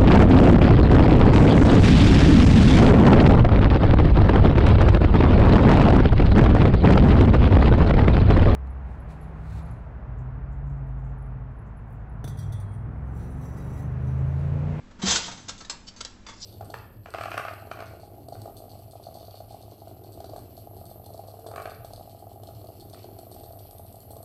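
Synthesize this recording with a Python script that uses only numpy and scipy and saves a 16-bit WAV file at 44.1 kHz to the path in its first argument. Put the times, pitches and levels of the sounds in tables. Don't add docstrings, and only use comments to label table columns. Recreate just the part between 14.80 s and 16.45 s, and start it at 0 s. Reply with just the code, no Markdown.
import sys
import numpy as np
from scipy import signal
from scipy.fft import rfft, irfft
from scipy.io import wavfile
from scipy.ndimage import uniform_filter1d

SR = 44100
rng = np.random.default_rng(int(sys.argv[2]) if len(sys.argv) > 2 else 0)


def generate_wav(sig):
    pcm = np.round(np.clip(np.atleast_2d(sig).T, -1, 1) * 32767).astype(np.int16)
    wavfile.write(sys.argv[1], SR, pcm)


N = 72765
TOP_HZ = 7950
BAND_GAIN = np.sqrt(2 * TOP_HZ / SR)

# (frequency [Hz], relative level [dB])
TREBLE_SPECTRUM = [(1200, -44.5), (2500, -7.5), (3200, -3), (4500, 1), (6200, -1), (7200, 0), (8000, -2.5)]
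BODY_SPECTRUM = [(100, -12.5), (250, 4.5), (420, -0.5), (900, 3), (1500, 1.5), (2100, -0.5), (3200, -8)]


def undb(db):
    return 10 ** (np.asarray(db) / 20)


def rms(x):
    return np.sqrt(np.mean(x ** 2))


def unit(x):
    return x / rms(x)


def since(start):
    return np.maximum(np.arange(N) / SR - start, 0)


def envelope(points):
    times, levels = np.array(points).T
    return undb(np.interp(since(0), times, levels, left=-200, right=-200))


def damping(t, t60):
    return np.exp(-np.log(1000) * t / t60)


def convolve(x, response):
    return signal.fftconvolve(x, response / np.sqrt(np.sum(response ** 2)))[:N]


def colour(x, spectrum):
    hz, db = np.array(spectrum).T
    f = np.maximum(np.fft.rfftfreq(8192, 1 / SR), 1)
    gain = undb(np.interp(np.log(f), np.log(hz), db))
    gain /= np.sqrt(1 + (f / (TOP_HZ + 800)) ** 24)
    cepstrum = irfft(np.log(gain))
    causal_fold = 1 + np.sign(len(cepstrum) / 2 - np.arange(len(cepstrum)))
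    return convolve(x, irfft(np.exp(rfft(cepstrum * causal_fold))))


def resonances(x, bands, flare_db=4, flares_per_s=70):
    total = 0
    for hz, width, db in bands:
        flare = np.interp(since(0) * flares_per_s, np.arange(N), rng.standard_normal(N))
        drive = x * undb(flare_db * flare)
        b, a = signal.iirpeak(hz, hz / width, fs=SR)
        first_stage = signal.lfilter(b, a, drive + 1e-18)
        total += undb(db) * unit(signal.lfilter(b, a, first_stage + 1e-18))
    return total


def ring(modes, t):
    return sum(undb(db) * damping(t, t60) * np.sin(2 * np.pi * hz * t) for hz, db, t60 in modes)


def contacts(per_s=3000, scatter_db=2.5):
    hits = rng.random(N) < per_s / SR
    impulses = hits * rng.choice([-1, 1], N) * undb(scatter_db * rng.standard_normal(N))
    local_power = np.abs(uniform_filter1d(impulses ** 2, size=220))
    return impulses / np.sqrt(local_power + 1e-9)


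def background(waver_db=3, room_db=-50.5):
    # (frequency [Hz], level [dB])
    hum_tones = [(99, -59.5), (197, -64.5), (243, -62.5)]
    # (frequency [Hz], relative level [dB])
    room_spectrum = [(25, -1.5), (60, -5), (104, -12), (308, -14), (411, -21), (1340, -25), (2830, -32),
                     (8000, -40.5)]
    t = since(0)
    hum = 0
    for hz, db in hum_tones:
        waver = np.interp(t, np.linspace(0, N / SR, 16), rng.standard_normal(16))
        hum += undb(db + waver_db * waver) * np.sqrt(2) * np.sin(2 * np.pi * (hz * t + rng.random()))
    return hum + undb(room_db) * unit(colour(rng.standard_normal(N), room_spectrum))


def cabinet_reverb(x, build_s=0.0026):
    # (frequency [Hz], relative level [dB])
    tail_spectrum = [(60, 2.5), (200, -1.5), (500, 7.5), (1200, 4.5), (2300, 7), (4000, 1.5), (8000, -1.5)]
    boom_spectrum = [(60, -8.5), (120, 3.5), (190, -1.5), (300, -6.5), (900, -20)]
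    t = since(0)
    build = 1 - np.exp(-t / build_s)
    tail = colour(rng.standard_normal(N), tail_spectrum) * damping(t, t60=0.35) * build
    boom = colour(rng.standard_normal(N), boom_spectrum) * damping(t, t60=1.6) * build
    return (undb(-6.5) * convolve(x, tail) + undb(-14.5) * convolve(x, boom)) * BAND_GAIN


def panel_thumps(rise_s=0.0047):
    # (time [s], level [dB])
    blows = [(0.1889, -34), (0.234, -14), (0.2551, -24.5)]
    # (frequency [Hz], level [dB], T60 [s])
    panel_modes = [(84, -34, 0.069), (193, 0.5, 0.096), (225.6, -10.5, 0.093), (359, -8, 0.067)]
    thumps = 0
    for start, db in blows:
        t = since(start)
        thumps += undb(db) * ring(panel_modes, t) * (1 - np.exp(-t / rise_s))
    return thumps


def shelf_lurch(start_s=0.268, rise_s=0.013):
    # (frequency [Hz], level [dB], T60 [s])
    shelf_mode = [(74, -26.5, 0.275)]
    t = since(start_s)
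    return ring(shelf_mode, t) * (1 - np.exp(-t / rise_s))


def can_ring(x):
    # (frequency [Hz], relative level [dB], T60 [s])
    can_modes = [(1410, -8, .055), (3100, -7, 0.027), (3714, 2, 0.053), (4200, -1, 0.039),
                 (5170, -2.5, 0.027), (6280, 0.5, 0.065), (6840, 1, 0.037)]
    return undb(-10.5) * convolve(x, ring(can_modes, since(0))) * BAND_GAIN


def slide():
    # (time [s], level [dB])
    rub_levels = [(1.53, -56), (1.597, -52), (1.607, -45.5), (1.65, -43)]
    # (frequency [Hz], stage bandwidth [Hz], level [dB])
    hiss_bands = [(5120, 1800, -0.5), (6860, 910, -4.5)]
    return envelope(rub_levels) * resonances(contacts(), hiss_bands)


def scrape():
    # (time [s], level [dB])
    rub_levels = [(.235, -61.5), (.258, -33.5), (.278, -24), (.318, -23), (.342, -27), (.36, -27.5),
                  (.385, -32), (.405, -40.5), (.47, -39), (.55, -71)]
    # (frequency [Hz], stage bandwidth [Hz], level [dB])
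    squeal_bands = [(3243, 250, -11), (3810, 550, -13), (5220, 450, -15), (6160, 230, -14.5),
                    (7060, 530, -11)]
    shelf_bands = [(193.5, 110, -18)]
    force = envelope(rub_levels)
    ringing = rms(force) * resonances(force * contacts(), squeal_bands + shelf_bands)
    hiss = undb(-0.5) * colour(force * contacts(), TREBLE_SPECTRUM)
    body = undb(-7.5) * colour(force * contacts(), BODY_SPECTRUM)
    return hiss + body + ringing


def knocks(note_hold=1.3, relative_linewidth=0.0223):
    # (time [s], treble level [dB], body level
    # [dB], note level [dB], rise [s], chatter decay constant [s], three note frequencies [Hz])
    impacts = [(0.107, -79.5, -53.5, -67, 0.0065, 0.011, 1330, 3170, 5020),
               (0.184, -58, -51, -56, 0.017, 0.14, 918, 1426, 3200),
               (0.216, -38, -37.5, -38.5, 0.0077, 0.085, 3870, 3133, 6050),
               (0.2725, -32, -32, -34, 0.0012, 0.0048, 6230, 7140, 5400),
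               (.308, -41, -36, -23, 0.0037, 0.0057, 6130, 3310, 5260),
               (0.358, -18, -34, -23.5, 0.0009, 0.0096, 1470, 4323, 3120),
               (0.48, -57, -39.5, -39, 0.0026, 0.016, 914, 1245, 3700),
               (0.513, -42, -44.5, -48, 0.0011, 0.023, 6270, 3650, 1400),
               (0.574, -49.5, -50, -59, .002, 0.026, 4720, 3240, 1296),
               (0.6808, -35, -39.5, -44, 0.0059, 0.0071, 3836, 1446, 5030),
               (.691, -31.5, -37.5, -37, 0.0023, 0.0093, 3608, 1353, 7020),
               (0.778, -50, -72, -53, 0.0025, 0.035, 6460, 3520, 7640),
               (0.801, -47, -45, -44, 0.011, 0.01, 1322, 4460, 6300),
               (.848, -45, -51, -45, .001, 0.0075, 3820, 1760, 4750),
               (0.8962, -29, -35, -32, 0.0018, 0.011, 5150, 7600, 4230),
               (.928, -57, -53, -46, 0.0026, 0.0095, 960, 3690, 4400),
               (1.064, -46, -58, -42, 0.023, 0.0066, 4610, 5390, 3060),
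               (1.161, -53.5, -55.5, -51, 0.0016, 0.038, 6240, 4520, 3890),
               (1.2046, -31, -39, -34, 0.0066, 0.0042, 4630, 1354, 3180),
               (1.2484, -31, -40.5, -38, 0.0012, 0.0059, 4050, 3310, 5190),
               (1.4644, -49.5, -43, -45, 0.0021, 0.015, 4776, 3510, 5720),
               (1.486, -47, -44, -47, 0.0012, 0.024, 1149, 3386, 4790)]
    # first, second and third note (relative level [dB])
    note_levels = (-2, -4.5, -8)
    treble, body, notes = 0, 0, 0
    for start, treble_db, body_db, note_db, rise, decay, *frequencies in impacts:
        t = since(start)
        attack = np.minimum(t / rise, 1)
        release = np.exp(-np.maximum(t - rise, 0) / decay)
        force = attack * release
        treble += undb(treble_db) * rms(force) * unit(force * contacts())
        body += undb(body_db) * rms(force) * unit(force * contacts())
        swing = attack * release ** (1 / note_hold)
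        for hz, db in zip(frequencies, note_levels):
            phase_step = np.sqrt(2 * np.pi * relative_linewidth * hz / SR)
            jitter = phase_step * np.cumsum(rng.standard_normal(N))
            notes += undb(note_db + db) * swing * np.sqrt(2) * np.sin(2 * np.pi * hz * t + jitter)
    return colour(treble, TREBLE_SPECTRUM) + colour(body, BODY_SPECTRUM), notes


def scene():
    chatter, notes = knocks()
    contact_noise = chatter + scrape() + slide()
    can = contact_noise + can_ring(contact_noise)
    reverb = cabinet_reverb(can + undb(-3.5) * notes)
    return (can + notes + reverb + panel_thumps() + shelf_lurch() + background())[None]


def record(dry):
    return signal.sosfilt(signal.ellip(16, .1, 80, TOP_HZ, fs=SR, output="sos"), dry)


dry = scene()
out = record(dry)
generate_wav(out)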